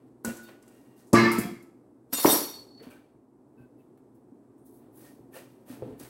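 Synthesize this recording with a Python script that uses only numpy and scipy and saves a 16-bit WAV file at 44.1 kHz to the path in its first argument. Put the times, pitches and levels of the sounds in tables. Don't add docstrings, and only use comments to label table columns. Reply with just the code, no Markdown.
import sys
import numpy as np
from scipy import signal
from scipy.fft import rfft, irfft
from scipy.io import wavfile
from scipy.ndimage import uniform_filter1d

SR = 44100
rng = np.random.default_rng(int(sys.argv[2]) if len(sys.argv) > 2 else 0)


def gain_from_db(level_db):
    decades = np.asarray(level_db, float) / 20
    return 10 ** decades


def master(y):
    cut = np.clip(np.atleast_2d(y).T, -1, 1)
    pcm = np.round(cut * 32767)
    wavfile.write(sys.argv[1], SR, pcm.astype(np.int16))


N = 268745


def rms_one(x):
    return x / np.sqrt(np.mean(x ** 2) + 1e-20)


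def highpass(x, hz):
    return signal.sosfilt(signal.butter(2, hz, "high", fs=SR, output="sos"), x)


def bandpass(x, order, low_hz, high_hz):
    return signal.sosfilt(signal.butter(order, [low_hz, high_hz], "band", fs=SR, output="sos"), x)


def at_hz(points, hz):
    table_hz, values = np.transpose(points)
    return np.interp(np.log(hz + 1), np.log(table_hz), values)


def envelope(curve):
    time_s, level_db = np.transpose(curve)
    return gain_from_db(np.interp(np.arange(N) / SR, time_s, level_db, left=-200, right=-200))


def swells(peak_s, db, rise_s, fall_s, edge, bend):
    t = np.arange(0, N + 16, 16)[:, None] / SR - peak_s
    loss = np.maximum(-t / rise_s, 0) ** edge + np.maximum(t / fall_s, 0) ** bend
    gain = gain_from_db(np.max(db - 20 * loss, axis=1))
    return np.interp(np.arange(N) / 16, np.arange(len(t)), gain)


def colour(x, spectrum):
    cepstrum = irfft(np.log(gain_from_db(at_hz(spectrum, np.fft.rfftfreq(4096, 1 / SR)))))
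    cepstrum[1:2048] *= 2
    cepstrum[2049:] = 0
    taps = irfft(np.exp(rfft(cepstrum)))
    return signal.fftconvolve(x, taps / np.sqrt(np.sum(taps ** 2)))[:N]


def grains(per_s, spread_db):
    sizes = gain_from_db(spread_db * np.minimum(rng.exponential(1, N), 5)) * rng.choice([-1, 1], N)
    return rms_one(sizes * (rng.random(N) < per_s / SR))


def ring(x, hz, t60_s):
    radius = gain_from_db(-60 / (t60_s * SR))
    w = 2 * np.pi * hz / SR
    return signal.lfilter([0, np.sin(w)], [1, -2 * radius * np.cos(w), radius ** 2], x + 1e-18)


def body(drive, pitches_hz, modes, patchy_db):
    out = np.zeros(N)
    live = np.flatnonzero(np.abs(drive) > 1e-7)
    span = slice(live[0], live[-1] + SR // 2)
    steps = np.arange(len(drive[span])) / 1024
    wander = gain_from_db(patchy_db * rng.standard_normal((len(modes), int(steps[-1]) + 2)))
    for hz, (width_hz, db), feed in zip(pitches_hz, modes, wander):
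        fed = drive[span] * np.interp(steps, np.arange(len(feed)), feed)
        t60_s = np.log(1000) / (np.pi * width_hz)
        out[span] += gain_from_db(db) * rms_one(ring(fed, hz, t60_s))
    return out * np.std(drive[span])


def strike(hits, modes, spread_db):
    out = np.zeros(N)
    time_s, hit_db = np.transpose(hits)
    at = [round(s * SR) for s in time_s]
    luck = rng.standard_normal((len(modes), len(at)))
    for (hz, db, t60_s), mode_luck in zip(modes, luck):
        clicks = np.zeros(N)
        clicks[at] = gain_from_db(hit_db + db + spread_db * mode_luck)
        out += ring(clicks, hz, t60_s)
    return out


def board():
    # (time [s], peak level [dB], knock pitch [Hz], contact length [s], board ring [dB])
    chops = [(0.246, -31, 330, 0.005, -8.5), (0.286, -33, 240, 0.006, -5), (0.488, -49, 990, 0.0041, -2.5),
             (1.128, -15.5, 252, 0.00087, -17.5), (1.135, -7.5, 270, 0.0071, 3),
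             (2.128, -30, 263.5, 0.0092, -2), (2.131, -33, 527, 0.0081, -7),
             (2.184, -35.5, 485, 0.012, -16), (2.2575, -19, 720, 0.005, -4), (2.2435, -30, 497, 0.002, -14),
             (2.275, -16.5, 288, 0.01, -7), (2.292, -18, 417, 0.0056, -5.5), (2.268, -24, 800, 0.0067, 1),
             (2.329, -18.5, 326.2, 0.0041, -5), (2.341, -25.5, 480, 0.013, -7)]
    # (time [s], peak level [dB], knock pitch [Hz], contact length [s], board ring [dB])
    knocks = [(1.385, -12.5, 235, 0.0072, -27), (1.453, -21, 200, 0.0066, -22),
              (1.51, -30, 200, 0.0073, -12), (2.809, -51.5, 418, 0.01, 29.5),
              (2.868, -35.5, 257, 0.014, -6), (3.571, -47.5, 246.6, 0.035, -1),
              (4.322, -40, 254, 0.0066, -6), (5.259, -51, 249.6, 0.0089, -16),
              (5.698, -40.5, 257.7, 0.032, 11.5), (5.731, -42, 257, 0.012, -9),
              (5.822, -22, 423, 0.0036, -6.5), (5.828, -27, 496, 0.0069, -12),
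              (5.861, -33, 253, 0.0077, -5), (5.892, -36.5, 249, 0.007, 9.5),
              (5.906, -37.5, 450, 0.0079, -16), (6.01, -34, 258, 0.0049, 3.5), (2.2513, 0, 325, 0.004, -15),
              (2.2467, 1.5, 932, 0.0015, -12), (2.2551, -1.5, 560, 0.0015, -14),
              (2.2712, -9.5, 880.4, 0.002, -8), (2.136, -28, 278, 0.0094, -11),
              (2.228, -34, 520, 0.008, -10), (1.1305, -9, 343, 0.0033, -22), (0.268, -33, 480, 0.008, -10)]
    # (frequency [Hz], level [dB], t60 [s])
    board_modes = [(250, -6, 0.22), (297, 4, 0.086), (320, -2, 0.067), (463, -1, 0.19), (572, -4, 0.18),
                   (700, -2, 0.25), (860, -8, 0.14), (1220, -12, 0.12)]
    blows = [(*row, -1.5, 0.00027) for row in chops] + [(*row, -26, 0.00075) for row in knocks]
    direct, ring_drive, t = np.zeros(N), np.zeros(N), np.arange(4000) / SR
    for s, db, hz, length_s, ring_db, rough_db, soft_s in blows:
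        crush = rms_one(bandpass(rng.standard_normal(len(t)), 3, 220, hz * 3))
        swing = np.sin(2 * np.pi * hz * t) + gain_from_db(rough_db) * crush
        shape = (1 - np.exp(-(t / soft_s) ** 2)) * np.exp(-t / length_s)
        start = round(s * SR)
        blow = (gain_from_db(db) * swing * shape)[:N - start]
        direct[start:][:len(t)] += blow
        ring_drive[start:][:len(t)] += gain_from_db(ring_db) * blow
    ringing = sum(gain_from_db(db) * ring(ring_drive, hz, t60_s) for hz, db, t60_s in board_modes)
    return direct + gain_from_db(-58.5) * ringing


def tray():
    pitches_hz = [565, 685, 915, 965, 1030, 1169, 1310, 1677, 1776, 2048, 2137, 2185, 2234, 2573, 2830,
                  3250, 4043, 4807, 5450]
    # (width [Hz], level [dB])
    tray_modes = [(30, -18), (15.93, -5), (13.92, -21.5), (16.14, -29.5), (15.33, -15), (16.18, -11.5),
                  (15.86, -9.5), (16, -11.5), (18, -15), (34, -8), (30, -10.5), (30, -12), (30, -14),
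                  (21.94, -9.5), (25, -20), (60, -25), (60, -23.5), (40.5, -23), (36.53, -28)]
    # (frequency [Hz], density [dB per Hz])
    buzz = [(60, -18.5), (130, -9), (300, -4), (600, -19), (1200, -12), (2200, -13.5), (3000, -28),
            (5000, -22.5), (8000, -46), (15500, -43)]
    times_s = np.cumsum([1.132, 0.021, 0.27, 0.13])
    shake = np.c_[times_s, [-45, -20, -39, -65]]
    drive = envelope(shake) * grains(4000, spread_db=2.5)
    modal = body(drive, pitches_hz, tray_modes, patchy_db=7)
    return gain_from_db(-12.5) * modal + gain_from_db(-3) * colour(drive, buzz)


def steel():
    # (peak time [s], level [dB], 20 dB rise [s], 20 dB fall [s], ring share [dB])
    clatter = [
        (.249, -44.5, 0.0087, 0.036, -12),
        (.36, -60.5, 0.0497, 0.054, -13),
        (.44, -53, 0.027, 0.028, -12.5),
        (.486, -72, 0.0093, 0.057, -19),
        (2.133, -25.5, 0.0087, 0.033, 4.5),
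        (2.201, -29, 0.059, .07, 2.5),
        (2.236, -24, 0.022, 0.07, -3),
        (2.26, -21, 0.025, 0.07, -4),
        (2.292, -18, 0.016, 0.07, -3),
        (2.312, -20, 0.05, .13, -0.5),
    ]
    pitches_hz = [3676, 4421, 4790, 5443, 5675, 5822, 7000, 7817, 8219, 8463, 9420, 9823, 10100, 10530,
                  11150, 11681, 11960, 12250, 12890, 13900]
    # (width [Hz], level [dB])
    blade_modes = [(55, -16.5), (45, -11.5), (60, -17), (35, -17.5), (49.76, -14), (50, -9.5),
                   (49.7, -25.5), (44.7, -19), (45, -8), (45, -11), (39, -16), (40, -5), (45, -12),
                   (50.08, -5), (50, -20), (45, 0), (44.8, -10.5), (60.3, -9), (60, -15.5), (55, -12.5)]
    # (frequency [Hz], density [dB per Hz])
    rasp = [(300, -28.5), (600, -8.5), (1200, -6.5), (2500, -21), (4400, -6.5), (6300, -8.5), (9000, -11),
            (11000, -4), (13500, 3), (15800, -4)]
    # (time [s], level [dB])
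    long_touches = [
        (2.35, -58),
        (2.405, -52),
    ]
    # (frequency [Hz], level [dB], t60 [s])
    long_modes = [(4421, 0, .8), (4423.2, -2, .68), (4434, -6, .6), (4404, -7, .45)]
    s, db, rise_s, fall_s, share_db = np.transpose(clatter)
    contacts = grains(9000, spread_db=2.5)
    rasp_drive = contacts * swells(s, db, rise_s, fall_s, edge=1.6, bend=1.2)
    ring_drive = contacts * swells(s, db + share_db, rise_s, fall_s, edge=1.6, bend=1.2)
    rings = body(ring_drive, pitches_hz, blade_modes, patchy_db=6)
    lasting = strike(long_touches, long_modes, spread_db=2.5)
    return gain_from_db(-8) * rings + gain_from_db(-1.5) * colour(rasp_drive, rasp) + lasting


def strokes():
    # (peak time [s], fizz level [dB], 20 dB rise [s], 20 dB fall [s], rub over fizz [dB])
    slices = [
        (2.81, -78, 0.04, 0.14, 12),
        (2.834, -64.5, 0.012, 0.14, 9.5),
        (2.915, -64.5, 0.0202, 0.13, 7.5),
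        (5.07, -61.5, 0.127, 0.14, -2.5),
        (5.374, -53.5, 0.047, 0.11, 3.5),
        (5.5, -74, 0.11, 0.37, 1.5),
        (5.725, -57, 0.064, 0.13, 1.8),
        (5.86, -75, 0.15, 0.38, 11),
        (6.002, -52.5, 0.011, 0.21, -5.5),
        (6.045, -55, 0.063, 0.15, 0),
    ]
    # (peak time [s], fizz level [dB], 20 dB rise [s], 20 dB fall [s], rub over fizz [dB])
    brushes = [
        (.442, -71, 0.015, 0.035, -13),
        (3.624, -89, 0.066, 0.11, 10.5),
        (3.818, -89, .05, .12, 9.5),
        (3.976, -86, 0.0037, 0.051, 12),
        (4.165, -86, 0.024, .07, -1),
        (4.6, -88, 0.024, 0.064, -16.5),
        (4.68, -71.5, 0.03, 0.11, -21),
        (4.77, -74.5, 0.088, 0.12, -18.5),
        (4.86, -90.5, 0.09, .1, 15.5),
        (5.0, -66.5, 0.069, 0.23, -8),
    ]
    # (peak time [s], fizz level [dB], 20 dB rise [s], 20 dB fall [s], rub over fizz [dB])
    drags = [
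        (0.03, -86.5, 0.12, 0.16, 8),
        (0.085, -84, .05, .08, 0),
        (0.256, -44.5, 0.0074, 0.17, 0),
        (0.488, -63.5, 0.023, 0.12, 7.5),
        (0.626, -72.5, 0.0077, 0.1, 5),
        (.68, -74.5, 0.013, 0.062, 9),
        (.78, -71, 0.26, 0.67, -0.3),
        (1.0, -66, 0.05, 0.2, -4.5),
    ]
    # (frequency [Hz], density [dB per Hz])
    fibres = [(2060, -29.5), (3500, -6.5), (3710, -5), (6230, -2), (7520, -8.5), (8280, 0.5), (9500, -11),
              (12400, -32), (20900, -120)]
    # (frequency [Hz], density [dB per Hz])
    flesh = [(180, -25), (300, -5.5), (529, 1), (870, -7.5), (1780, -9.5), (2280, -12.5), (4500, -18.5),
             (5850, -43.5), (9900, -120)]
    # (frequency [Hz], density [dB per Hz])
    skin = [(5290, -37), (9000, -7.5), (11300, -1.5), (15100, -5), (15800, -3.5)]
    hollows_hz = [520, 1400, 1800, 2300, 2650]
    # (width [Hz], level [dB])
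    hollows = [(150, -8.5), (200, -6.5), (200, -6), (250, -6), (250, -9.5)]
    s, db, rise_s, fall_s, rub_db = np.transpose(slices + brushes + drags)
    skin_db = np.repeat([-2, 6, -4.5], [len(slices), len(brushes), len(drags)])
    tearing = grains(10000, spread_db=3.5)
    fizz = swells(s, db, rise_s, fall_s, edge=2.3, bend=0.92) * colour(tearing, fibres)
    rub = swells(s, db + rub_db, rise_s, fall_s, edge=2.3, bend=0.92) * grains(3000, spread_db=3)
    skin_s = s - np.minimum(0.008, rise_s / 4)
    fine = swells(skin_s, db + skin_db, rise_s, fall_s * 0.84, edge=2.3, bend=1.1) * colour(tearing, skin)
    hollow = body(rub, hollows_hz, hollows, patchy_db=7)
    return gain_from_db(-5) * fizz + gain_from_db(1.5) * colour(rub, flesh) + gain_from_db(-9.5) * hollow + gain_from_db(4) * fine


def ticks():
    # (time [s], peak level [dB], pitch [Hz], length [s])
    tick_events = [(0.2485, -19, 8150, 0.0036), (0.369, -38, 8000, 0.0083), (0.442, -67, 8470, 0.0045),
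                   (0.626, -49, 7800, 0.0066), (0.679, -49.5, 8540, 0.0082), (1.07, -57.5, 8410, 0.033),
                   (1.131, -16, 7840, 0.013), (1.3167, -27, 10660, 0.024), (1.3836, -24.5, 10650, 0.0214),
                   (1.625, -52, 9850, 0.012), (2.143, -43, 11450, 0.0044), (2.834, -61.5, 7500, 0.0067),
                   (2.908, -50, 10600, 0.0041), (2.83, -49, 3800, 0.0098), (2.903, -53, 2400, 0.0055),
                   (.345, -55, 9000, .01), (5.827, -62, 1200, .005), (5.904, -46, 790, .005),
                   (5.99, -55, 2000, .008), (5.345, -56, 1700, .02), (5.05, -60, 1700, .03),
                   (3.975, -69, 8180, 0.0059), (4.15, -69.5, 9700, 0.0059), (4.5798, -69, 8630, 0.0052),
                   (4.655, -61.5, 10480, 0.0078), (2.186, -33, 2000, .01), (2.229, -33, 3700, .007),
                   (2.247, -22, 1900, .0015), (2.132, -35, 2300, .008), (2.163, -38, 3000, .006)]
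    out, t = np.zeros(N), np.arange(3000) / SR
    for s, db, hz, length_s in tick_events:
        burst = bandpass(rng.standard_normal(len(t)), 2, hz * 0.67, min(hz * 1.39, 19000))
        out[round(s * SR):][:len(t)] += gain_from_db(db - 3) * burst * np.exp(-t / length_s)
    return out


def squeaks():
    # (time [s], pitch [Hz], length [s])
    rubs = [(0.43, 3673, 0.05), (0.43, 4477, 0.06), (0.62, 2808, 0.4), (0.7, 1889, 0.33), (0.44, 8477, 0.1),
            (0.27, 2405, 0.05), (0.27, 2739, 0.04), (0.45, 2780, 0.07), (0.44, 1968, 0.1),
            (1.14, 1176, 0.035), (1.19, 1165, 0.11), (1.15, 4074, 0.05), (1.2, 4042, 0.065),
            (1.155, 2136, 0.06), (1.235, 2139, 0.09), (1.185, 4805, 0.13), (1.16, 1686, 0.04),
            (1.235, 1772, 0.03), (1.18, 1028, 0.04), (1.31, 1299, 0.07), (1.25, 913, 0.12),
            (1.17, 567, 0.06), (1.14, 684, 0.08), (1.35, 3303, 0.15), (1.54, 2135, 0.07),
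            (1.195, 2828, 0.05), (2.13, 1003, 0.04), (2.185, 1120, 0.015), (2.185, 891, 0.02),
            (2.13, 2785, 0.06), (2.13, 3672, 0.11), (2.145, 6961, 0.045), (2.185, 4424, 0.03),
            (2.265, 5825, 0.045), (2.28, 3682, 0.04), (2.3, 8205, 0.025), (2.31, 5674, 0.06),
            (2.32, 5441, 0.06), (2.3, 11678, 0.05), (2.405, 4420, 0.1), (2.51, 4425, 0.11),
            (2.64, 4428, 0.19), (2.4, 5674, 0.15), (2.48, 3675, 0.08), (2.9, 1547, 0.07), (2.9, 2484, 0.03),
            (2.93, 2334, 0.12), (3.575, 1542, 0.07), (3.575, 2578, 0.06), (3.785, 2614, 0.025),
            (4.58, 8705, 0.1), (4.6, 10688, 0.15), (5.04, 1847, 0.07), (5.335, 1797, 0.045),
            (5.34, 1394, 0.03), (5.36, 522, 0.04), (5.87, 427, 0.06), (0.249, 232, 0.068),
            (1.41, 712, 0.09), (1.17, 230, 0.1)]
    rub_levels_db = [-73.5, -73, -86.5, -83, -80, -62, -62, -75.5, -77, -20, -34, -42, -39, -33, -37, -51,
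                     -34, -32.5, -31, -39.5, -46, -46, -40, -62.5, -65, -46, -52, -46.5, -51, -49.5, -47.5,
                     -40.5, -45.5, -34.5, -34.5, -32, -40, -46, -31, -52.5, -54.5, -65.5, -56, -61.5, -69,
                     -75, -82, -74, -80, -83, -85, -88, -72, -61.5, -67.5, -57, -52, -35.5, -51, -30]
    rise_s, fall_s, wobble_db = 0.0017, 0.0066, 3.5
    ease = 0.06
    wander = 0.0008
    out, t = np.zeros(N + SR), np.arange(SR // 2) / SR
    for (s, hz, length_s), db in zip(rubs, rub_levels_db):
        drift, wobble = rng.standard_normal((2, len(t)))
        release = np.exp(-np.maximum(t - length_s, 0) / (fall_s + ease * length_s))
        shape = (1 - np.exp(-t / rise_s)) * release
        uneven_db = wobble_db * rms_one(uniform_filter1d(wobble, size=500))
        phase = 2 * np.pi * hz * t + wander * np.sqrt(hz) * np.cumsum(drift)
        out[round(s * SR):][:len(t)] += gain_from_db(db + 5 + uneven_db) * shape * np.sin(phase)
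    return out[:N]


def counter_drum():
    # (time [s], level [dB])
    drum_hits = [
        (.249, -41),
        (1.134, -14),
        (1.386, -28.5),
        (1.457, -32),
        (1.52, -41),
        (2.256, -46.5),
        (5.83, -56),
        (5.99, -61),
    ]
    # (frequency [Hz], level [dB], t60 [s])
    counter_modes = [(119, -5, .5), (227, 1, .8), (344, 1, .85), (445, -8, .35)]
    # (time [s], level [dB])
    hand_damps = [
        (0, -1.5),
        (1.41, -1.5),
        (1.44, -18),
        (2, -9.5),
        (2.1, -5),
        (6.1, 1),
    ]
    return highpass(strike(drum_hits, counter_modes, spread_db=1.5), 75) * envelope(hand_damps)


def bowl():
    # (time [s], level [dB])
    touches = [
        (.248, -37.5),
        (.298, -42),
        (.392, -51),
        (.68, -67),
    ]
    # (frequency [Hz], level [dB], t60 [s])
    bowl_modes = [(1464, 0, .16), (1467, -7, .75), (1484, -8, .12)]
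    return strike(touches, bowl_modes, spread_db=0)


def cabinet_thuds():
    # (time [s], level [dB])
    shifts = [(.26, -50.5), (.33, -54), (1.46, -44), (1.53, -57), (2.87, -58.5), (3.15, -64), (3.6, -64),
              (4.8, -66), (5.2, -57), (5.7, -55), (5.82, -47), (5.92, -49), (6.03, -47.5)]
    # (frequency [Hz], level [dB], t60 [s])
    cabinet_modes = [(62, -11, 0.2), (87.5, -5, 0.2), (124.3, 1, 0.22)]
    return highpass(strike(shifts, cabinet_modes, spread_db=5.5), 55)


def hum():
    # (time [s], level [dB])
    hum_swell = [(0, 1), (.6, 1.5), (1.1, 2.5), (2, 0), (2.7, 4), (3.3, -2.5), (3.6, 1.5), (4.2, 0.5),
                 (4.6, 1.5), (5, 4), (5.3, 3.5), (5.6, 2), (5.9, 11), (6.09, -1.5)]
    # (frequency [Hz], density [dB per Hz])
    hum_spectrum = [(20, -46.5), (55, -16), (85, -26), (122, -3), (165, -16.5), (260, -1), (370, -5.5),
                    (530, -16), (930, -22), (1500, -35.5), (3000, -50.5), (7000, -50.5), (8300, -45),
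                    (15800, -55)]
    return gain_from_db(-56.5) * envelope(hum_swell) * colour(rng.standard_normal(N), hum_spectrum)


def kitchen(x):
    # (frequency [Hz], t60 [s])
    decay = [(100, .5), (300, .55), (800, .5), (2000, .53), (5000, .5), (10000, .4), (15000, .3)]
    # (frequency [Hz], level [dB])
    room_tone = [(100, -5), (300, -1.5), (800, -2.5), (3000, 0.5), (12000, -1)]
    t, tail = np.arange(SR) / SR, np.zeros(SR)
    edges_hz = 60 * 2 ** np.arange(0, 8.5, 1.0)
    for low_hz, high_hz in zip(edges_hz, np.append(edges_hz[1:], 19000)):
        band = bandpass(rng.standard_normal(SR), 2, low_hz, high_hz)
        t60_s = at_hz(decay, np.sqrt(low_hz * high_hz))
        tail += band * gain_from_db(at_hz(room_tone, low_hz)) * gain_from_db(-60 * t / t60_s)
    tail *= 1 - np.exp(-t / 0.0016)
    return signal.fftconvolve(x, tail / np.sqrt(np.sum(tail ** 2)))[:N]


def scene():
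    hard = highpass(board() + tray() + steel() + ticks(), 110)
    light = strokes() + counter_drum() + bowl() + cabinet_thuds()
    singing = squeaks()
    reflected = kitchen(hard + gain_from_db(-3.5) * light + gain_from_db(-9) * singing)
    return (hard + light + singing + gain_from_db(-5) * reflected + hum())[None]


def low_pass(x):
    return signal.sosfilt(signal.butter(12, 16640, fs=SR, output="sos"), x)


def record(dry):
    # (frequency [Hz], level [dB])
    microphone = [(7000, 0), (8300, 1), (9300, -1.5), (11200, 2), (12300, -1), (14500, -1), (15700, 2)]
    limit = 0.75
    x = highpass(gain_from_db(0.1) * colour(dry[0], microphone)[None], 45)
    x = highpass(limit * np.tanh(x / limit), 35)
    x = signal.sosfilt(signal.cheby2(18, 45, 16150, fs=SR, output="sos"), x)
    return low_pass(x)


dry = scene()
out = record(dry)
master(out)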